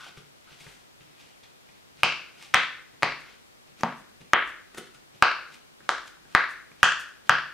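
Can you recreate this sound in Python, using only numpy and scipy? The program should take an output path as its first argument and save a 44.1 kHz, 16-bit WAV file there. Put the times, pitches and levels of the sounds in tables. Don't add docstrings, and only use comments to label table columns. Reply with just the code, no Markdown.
import sys
import numpy as np
from scipy import signal
from scipy.fft import rfft, irfft, next_fast_len
from scipy.io import wavfile
from scipy.ndimage import map_coordinates

SR = 44100
rng = np.random.default_rng(int(sys.argv[2]) if len(sys.argv) > 2 else 0)


def nominal_scale(level):
    x = np.asarray(level, float) / 20
    return 10 ** x


def store_wav(level_fs):
    pcm = np.round(np.clip(np.atleast_2d(level_fs), -1, 1) * 32767)
    wavfile.write(sys.argv[1], SR, pcm.T.astype(np.int16))


N = 332073

# (time [s], level [dB], close crack [dB], close air push [dB], dome name)
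POPS = [(2.0334, 2, -16.5, -57, "a"), (2.5401, -6, -15, -47, "b"), (2.544, 3.5, -7, -32.5, "b"),
        (3.0246, -13.5, -27, -41, "c"), (3.0318, -1.5, -19.5, -34, "c"), (3.8099, -27.5, -6, -24, "f"),
        (3.8346, -8.5, -9, -17.5, "d"), (4.3343, 1.5, -25, -24, "e"), (4.7481, -29.5, -25, -20, "f"),
        (4.7764, -24, -22, -34, "f"), (4.782, -20.5, -14, -44, "f"), (4.7859, -24, -26, -40, "f"),
        (4.7917, -42.5, -12, -34, "f"), (5.2246, 3, -42, -22, "g"), (5.892, -5, -33, -38.5, "h"),
        (6.35, 1.5, -30, -16.5, "i"), (6.8309, 5, -14, -55, "j"), (7.295, 2, -11, -52, "k")]
# (frequency [Hz], level [dB])
CRACK_COLOUR = [(1500, -24.5), (4000, -3.5), (6000, 9), (10000, -21), (15500, -30), (16500, -35.5)]
# (frequency [Hz], level [dB per Hz])
RUB_COLOUR = [(700, -9), (1500, -12.5), (2400, -2.5), (3500, -5), (5500, -12), (8000, -26)]
CRACK_S, CRUNCH_S = 0.0002, 0.0029
BULGE_DB = -12.5


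def domes():
    ringing, close = np.zeros((2, N + SR))
    creak = noise(RUB_COLOUR)[0]
    lead = np.arange(-900, 0) / SR
    around = np.arange(-400, 400) / SR
    bulge = 8 * np.gradient(signal.windows.hann(48) ** 2)
    for s, db, crack_db, push_db, dome in POPS:
        at = round(s * SR)
        reluctant = dome == "f"
        ringing[at - 900:at] += nominal_scale(db - 56) * np.exp(lead / 0.01) * creak[at - 900:at]
        close[at - 24:at + 24] += nominal_scale(db + BULGE_DB) * bulge
        close[at:at + 90] += nominal_scale(db + push_db) * signal.windows.hann(90)
        spread = CRUNCH_S if reluctant else CRACK_S
        grit = rng.standard_normal(len(around)) * np.exp(-abs(around) / spread)
        grit /= np.linalg.norm(grit)
        crack = np.convolve(grit, snap(CRACK_COLOUR)[:400])
        push = grit if reluctant else around == 0
        pop = np.convolve(push, snap(colour(dome)))
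        ringing[at - 400:][:len(pop)] += nominal_scale(db + 3) * pop
        close[at - 400:][:len(crack)] += nominal_scale(db + crack_db) * crack
    return ringing[:N], close[:N]


# (frequency [Hz], level [dB per Hz])
SHELL = [(65, -39), (137, -24.5), (650, -9.5), (1000, -6.5), (2200, -17), (4500, -25.5), (9000, -43.5),
         (13000, -66)]
CUPS = {"a": (1298, -5.5, 2580, -0.5, -6), "b": (1253, -2.5, 1943, -0.5, 3),
        "c": (1152, -7, 2095.5, -5, 0.5), "e": (1251.5, 0, 1746, 1, 2.5), "g": (1383, -1, 2543, -10, -6),
        "h": (1348, -1, 3500, -21, -4.5), "i": (1277, 1.5, 1735, 2, -0.5), "j": (1489, 4, 2914, -4.5, -9),
        "k": (1456, 2, 2856, -10.5, -4)}
RIMS = {"a": (4698.5, -14.5, 7, 4.5, 8.5), "b": (3302, -6.5, 5.5, 2, 8.5), "c": (4295.5, -15, 7.5, 7, 2),
        "e": (2989, -7.5, -1, 9, -16), "g": (4299, -17.5, -9.5, -1, -3), "h": (4300, -19, -10.5, 5, 10.5),
        "i": (3900, -15.5, -1.5, 3, 0.5), "j": (6500, -19.5, 3.5, -1.5, 12), "k": (4693, -20, 7.5, 0, -1)}
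ODD_DOMES = {"d": [(65, -37.5), (170, -3.5), (240, 2), (320, -13.5), (950, 1), (1900, -11), (5000, -28.5),
             (13000, -58)], "f": [(65, -31), (160, -16), (400, -3.5), (800, -20.5), (1350, -14.5),
             (1900, -15), (9000, -27.5), (15600, -41)]}
CUP_Q, OVERTONE_Q, RIM_Q = 1.28, 1.32, 1.87
DIP_PLACES, DIP_OCTAVES = (0.738, 1.32), 0.12


def colour(dome):
    if dome in ODD_DOMES:
        return ODD_DOMES[dome]
    cup_hz, cup_db, over_hz, over_db, dip_db = CUPS[dome]
    rim_hz, rim_db, thud_db, belly_db, bright_db = RIMS[dome]
    hz = np.geomspace(40, 20000, 200)
    grip = [(140, thud_db), (330, belly_db - 4), (1100, 0.031), (7000, bright_db)]
    power = nominal_scale(along(SHELL, hz) + along(grip, hz)) ** 2
    resonances = [(cup_hz, cup_db, CUP_Q), (over_hz, over_db, OVERTONE_Q), (rim_hz, rim_db, RIM_Q)]
    for centre, db, q in resonances:
        detune = q * (hz / centre - centre / hz)
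        power += nominal_scale(2 * db) / (1 + detune ** 2) ** 4
    dips_db = 0
    for place in DIP_PLACES:
        octaves = np.log2(hz / over_hz / place)
        dips_db = dips_db + dip_db * np.exp(-(octaves / DIP_OCTAVES) ** 2)
    return np.transpose([hz, 10 * np.log10(power) + dips_db])


def snap(spectrum, size=4096):
    hz = np.fft.rfftfreq(size, 1 / SR)
    cepstrum = irfft(np.log(nominal_scale(np.maximum(along(spectrum, hz), -90))))
    cepstrum[1:size // 2] *= 2
    cepstrum[size // 2 + 1:] = 0
    pulse = -irfft(np.exp(rfft(cepstrum)))[:size // 2]
    return pulse / np.abs(pulse).max()


# (time [s], peak level [dB], thump [dB], ring [Hz], contact [ms])
TAPS = [(0.064, -42, -38, 965, 1.7), (0.174, -41, 1.5, 1490, 1.8), (0.476, -46, -15, 1447, 4.6),
        (0.518, -45.5, -6, 1560, 1.9), (0.609, -44.5, -10, 2230, 4), (0.666, -38, -6, 1990, 6.5),
        (1.008, -44.5, -6.5, 2640, 2.8), (1.075, -53, -14, 2040, 1.5), (1.435, -48, -22, 3270, 4),
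        (1.689, -47, -14, 2350, 2.3), (1.971, -49, -10, 4500, 1.9), (1.99, -47.5, -12, 2580, 1.84),
        (2.932, -54, -27.5, 2060, 3.8), (3.684, -54, -3, 2390, 3.3), (4.214, -44, -5, 2260, 3.8),
        (5.15, -54, -5, 2500, 3), (5.805, -41.5, -30, 1520, 2.6), (6.253, -47, -15, 1573, 3.3),
        (6.716, -42, -11, 2200, 1)]


def taps():
    out, t = np.zeros(N + SR), np.arange(2048) / SR
    low, high = np.sin(2 * np.pi * 155 * t), np.sin(2 * np.pi * 410 * t)
    thump = np.exp(-t / 0.0072) * (low + 0.84 * high)
    for s, db, thump_db, ring_hz, ms in TAPS:
        scuff = rng.standard_normal(len(t)) * np.exp(-1000 * t / ms)
        ring = np.exp(-t / 0.001) * np.sin(2 * np.pi * ring_hz * t)
        click = signal.fftconvolve(scuff, ring)[:len(t)]
        click /= np.abs(click).max()
        out[round(s * SR):][:len(t)] += nominal_scale(db) * (click - nominal_scale(thump_db - 3.5) * thump)
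    return out[:N]


# (peak time [s], level [dB], swell [s], fade [s], hiss over rub [dB])
SLIDES = [(0.09, -44.5, 0.93, 0.035, -13), (0.52, -52, 0.13, 0.082, -14), (0.61, -49.5, 0.033, 0.09, -7),
          (0.69, -51, 0.14, 0.18, -3.5), (1.2, -50.5, 0.037, 0.18, -10), (1.44, -49.5, .02, 0.062, -36),
          (1.7, -60, 0.097, 0.32, -20), (2.432, -43.5, .09, 0.093, -9), (3.313, -49, 0.15, 0.078, -29),
          (3.686, -57, .04, .025, -18.5), (4.792, -50, 0.084, 0.023, -6), (4.946, -53, 0.013, 0.058, -3.5),
          (5.544, -46, 0.069, 0.041, -9), (6.08, -43, 0.024, 0.0083, -8.5)]
# (time [s], level [dB], fade [s], body over rub [dB])
LANDINGS = [
    (0.172, -50.5, 0.081, -6),
    (0.52, -60, 0.046, -18),
    (1.01, -59, .3, -3),
    (2.941, -61, .06, 4),
    (4.21, -52, 0.055, 2.5),
    (4.946, -67.5, 0.055, 5),
    (5.149, -54.5, .08, -1),
    (5.81, -70, 0.079, 8),
    (6.712, -66, .06, -1),
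]
# (time [s], level [dB], swell [s])
STRAINS = [
    (2.012, -48, 0.045),
    (2.518, -64.5, 0.14),
    (3.003, -69, 0.069),
    (3.802, -48, 0.04),
    (4.31, -69, 0.037),
    (5.2, -73, 0.074),
    (5.87, -58, .1),
    (6.329, -52, 0.075),
    (6.811, -54.5, .06),
    (7.277, -46, .025),
]
# (peak time [s], level [dB], swell [s], fade [s])
SINGS = [
    (0.01, -41.5, 0.12, 0.12),
    (0.48, -56, .02, 0.13),
    (0.67, -51, 0.052, 0.12),
    (2.4, -54, .08, 0.058),
    (3.25, -52, .05, 0.11),
    (4.792, -43.5, 0.06, .05),
    (4.946, -52, .02, 0.042),
    (5.499, -67.5, 0.037, 0.085),
]
# (time [s], level [dB], length [s])
PEELS = [
    (3.209, -59, 0.014),
    (3.988, -59, 0.022),
    (4.482, -55, 0.025),
    (6.065, -63, 0.028),
    (6.511, -53.5, 0.023),
    (7.005, -42.5, 0.012),
]
# (frequency [Hz], level [dB per Hz])
HOLLOW_COLOUR = [(900, -18.5), (1230, -8.5), (1330, 0), (1450, 3), (1800, -16.5)]
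# (frequency [Hz], level [dB per Hz])
HISS_COLOUR = [(3000, -14), (6000, -4), (9000, -6), (15000, -21)]
# (frequency [Hz], level [dB per Hz])
BODY_COLOUR = [(60, -16), (140, 4), (300, 2), (700, -12.5)]
LAND_S, GIVE_S = 0.015, 0.0035
SLIDE_BODY_DB, LAND_HISS_DB, LAND_RING_DB = -16.5, -9.5, -13
STRAIN_RING_DB, STRAIN_HISS_DB, STRAIN_BODY_DB = -7, -8, -6


def skin():
    t = np.arange(N) / SR
    s, db, swell, fade, hiss_db = np.transpose(SLIDES)
    slide = swells(s, db, swell, fade)
    slide_hiss = swells(s, db + hiss_db, swell, fade)
    s, db, fade, body_db = np.transpose(LANDINGS)
    land = swells(s, db, LAND_S, fade)
    land_body = swells(s, db + body_db, LAND_S, fade)
    strain = swells(*np.transpose(STRAINS), GIVE_S)

    rub = slide + land + strain
    hollow = swells(*np.transpose(SINGS)) + nominal_scale(LAND_RING_DB) * land + nominal_scale(STRAIN_RING_DB) * strain
    hiss = slide_hiss + nominal_scale(LAND_HISS_DB) * land + nominal_scale(STRAIN_HISS_DB) * strain
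    body = nominal_scale(SLIDE_BODY_DB) * slide + land_body + nominal_scale(STRAIN_BODY_DB) * strain
    for s, db, length in PEELS:
        hiss += nominal_scale(db) * np.exp(-((t - s) / length) ** 2)

    steps = rng.standard_normal(N // 200 + 4)
    grain = unit(nominal_scale(2 * map_coordinates(steps, [np.arange(N) / 200])))
    grainy = rub * noise(RUB_COLOUR)[0] + hollow * noise(HOLLOW_COLOUR)[0] + hiss * noise(HISS_COLOUR)[0]
    return grain * grainy + body * noise(BODY_COLOUR)[0]


# (delay [s], level [dB])
WALLS = [(.0008, -31), (.0016, -32.5), (.0024, -23.5), (.0032, -16.5), (.0067, -22), (.01, -43.5),
         (0.0127, -19), (0.0185, -24.5), (0.0234, -25), (0.029, -21.5), (0.035, -33), (.0383, -46),
         (.0587, -24.5), (0.089, -22), (0.092, -23)]
# (frequency [Hz], time to fall 60 dB [s])
ROOM_T60 = [(100, 0.16), (260, 0.74), (700, 0.29), (1500, 0.55), (3000, 0.49), (5500, 0.51), (9000, .4),
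            (12500, 0.098)]
# (frequency [Hz], level [dB])
EARLY = [(100, -0.5), (300, -2.5), (800, 12), (1500, -33), (4000, -18.5), (12000, -10)]
# (frequency [Hz], likeness [-1 to 1])
ROOM_ALIKE = [(100, 1), (300, 1), (700, 0.92), (1400, 0.77), (3100, 0.7), (7000, 0.24), (15000, 0.068)]
# (frequency [Hz], level [dB], time to fall 60 dB [s])
ROOM_MODES = [(145.4, -31.5, 0.43), (239.6, -27.5, 0.17)]


def room(x):
    hz, frames, z = signal.stft(rng.standard_normal((2, SR * 3 // 4)), SR, nperseg=128)
    late = nominal_scale(-60 * frames / along(ROOM_T60, hz)[:, None])
    early = nominal_scale(along(EARLY, hz)[:, None] - 60 * frames / 0.084)
    decay = late + early
    decay /= np.linalg.norm(decay[:, 8:], axis=1, keepdims=True)
    tail = signal.istft(z * decay, SR, nperseg=128)[1]
    t = np.arange(tail.shape[1]) / SR
    tail *= 1 - np.exp(-t / 0.004)
    answer = alike(tail, ROOM_ALIKE)
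    answer *= nominal_scale(-1.5) / np.linalg.norm(answer, axis=1, keepdims=True)
    soft = signal.windows.hann(5)[1:-1] / 2
    sides = rng.uniform(-3, 3, len(WALLS))
    for (delay, db), side_db in zip(WALLS, sides):
        levels = nominal_scale(db + side_db * np.array([[1], [-1]]))
        answer[:, round(delay * SR):][:, :3] += levels * soft
    for f, db, t60 in ROOM_MODES:
        answer += nominal_scale(db - 22.5 - 60 * t / t60) * np.sin(2 * np.pi * f * t)
    return signal.fftconvolve(x[None], answer, axes=1)[:, :N]


# (peak time [s], level [dB])
JOLTS = [(0.7, -73), (1.25, -88), (2.08, -73.5), (2.6, -81.5), (3.1, -65.5), (3.9, -71.5), (4.4, -66),
         (4.82, -77), (5.28, -73), (5.95, -66), (6.42, -67), (6.9, -63), (7.362, -62)]
# (frequency [Hz], level [dB per Hz])
TABLE_COLOUR = [(36, -14.5), (46, -3.5), (58, -22)]
# (frequency [Hz], level [dB per Hz])
FLOOR_COLOUR = [(15, -46), (25, -18), (80, -1), (240, -0.5), (450, -2), (1000, -5.5), (1550, -7.5),
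                (2400, -9.5), (3700, -11), (8800, -19), (14400, -25), (15600, -30), (16200, -41)]
# (frequency [Hz], likeness [-1 to 1])
FLOOR_ALIKE = [(60, -0.66), (240, -0.67), (950, -0.66), (3770, -0.46), (15000, 0.055)]
FLOOR_DB, RUMBLE_DB = -60.5, -88.5
JOLT_SWELL_S, JOLT_FADE_S = 0.062, 0.3


def floor():
    shake = nominal_scale(RUMBLE_DB) + swells(*np.transpose(JOLTS), JOLT_SWELL_S, JOLT_FADE_S)
    rumble = shake * noise(TABLE_COLOUR)
    hiss = unit(alike(noise(FLOOR_COLOUR, channels=2), FLOOR_ALIKE))
    return nominal_scale(FLOOR_DB + 4.5) * hiss + rumble


def unit(x):
    return x / np.sqrt(np.mean(x ** 2) + 1e-20)


def along(points, hz):
    f, v = np.transpose(points)
    return np.interp(np.log(hz + 1), np.log(f + 1), v)


def filtered(x, response):
    n = x.shape[-1]
    m = next_fast_len(n + SR // 4)
    return irfft(rfft(x, m) * response(np.fft.rfftfreq(m, 1 / SR)), m)[..., :n]


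def alike(pair, likeness):
    def mid_side(hz):
        turn = np.arccos(np.clip(along(likeness, hz), -1, 1)) / 2
        return np.array([np.cos(turn), np.sin(turn)])

    mid, side = filtered(pair, mid_side)
    return np.array([mid + side, mid - side])


def noise(spectrum, channels=1):
    closed = [(spectrum[0][0] / 2, -90)] + list(spectrum) + [(spectrum[-1][0] * 2, -90)]
    return unit(filtered(rng.standard_normal((channels, N)), lambda hz: nominal_scale(along(closed, hz))))


def swells(s, db, swell_s, fade_s):
    t, out = np.arange(N) / SR, np.zeros(N)
    for at, top_db, up, down in np.broadcast(s, db, swell_s, fade_s):
        near = slice(max(round((at - 3 * up) * SR), 0), round((at + 3 * down) * SR))
        late = t[near] - at
        out[near] += nominal_scale(top_db - 20 * np.maximum(-late / up, late / down))
    return out


# (frequency [Hz], level [dB])
FACING = [(300, -1), (1500, -2), (6000, -3), (10000, -0.5)]
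LEFT_LEADS_S = 6e-6
HAND_DB, HAND_ROOM_DB = -6.5, -7.0


def scene():
    def direct(hz):
        lead = np.exp(1j * np.pi * LEFT_LEADS_S * np.outer([1, -1], hz))
        return nominal_scale(along(FACING, hz)) * lead

    pops, close = domes()
    hand = skin()
    toy = pops + taps()
    answer = room(toy + nominal_scale(HAND_ROOM_DB) * hand)
    return filtered(toy + close, direct) + nominal_scale(HAND_DB) * hand + answer + floor()


def low_pass(x):
    return signal.sosfilt(signal.butter(12, 17010, fs=SR, output="sos"), x)


# (frequency [Hz], left over right [dB])
LEFT = [(50, 2.5), (300, -0.5), (1300, 2), (4000, 2), (14000, 1)]
# (frequency [Hz], level [dB])
TOP = [(15600, 1.5), (16300, -11), (17500, -27)]
CLIP_HARDNESS = 11


def record(dry):
    tilted = filtered(dry, lambda hz: nominal_scale(np.outer([0.5, -0.5], along(LEFT, hz))))
    clipped = tilted / (1 + abs(tilted) ** CLIP_HARDNESS) ** (1 / CLIP_HARDNESS)
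    finished = filtered(clipped, lambda hz: nominal_scale(along(TOP, hz)))
    return low_pass(finished)


dry = scene()
out = record(dry)
store_wav(out)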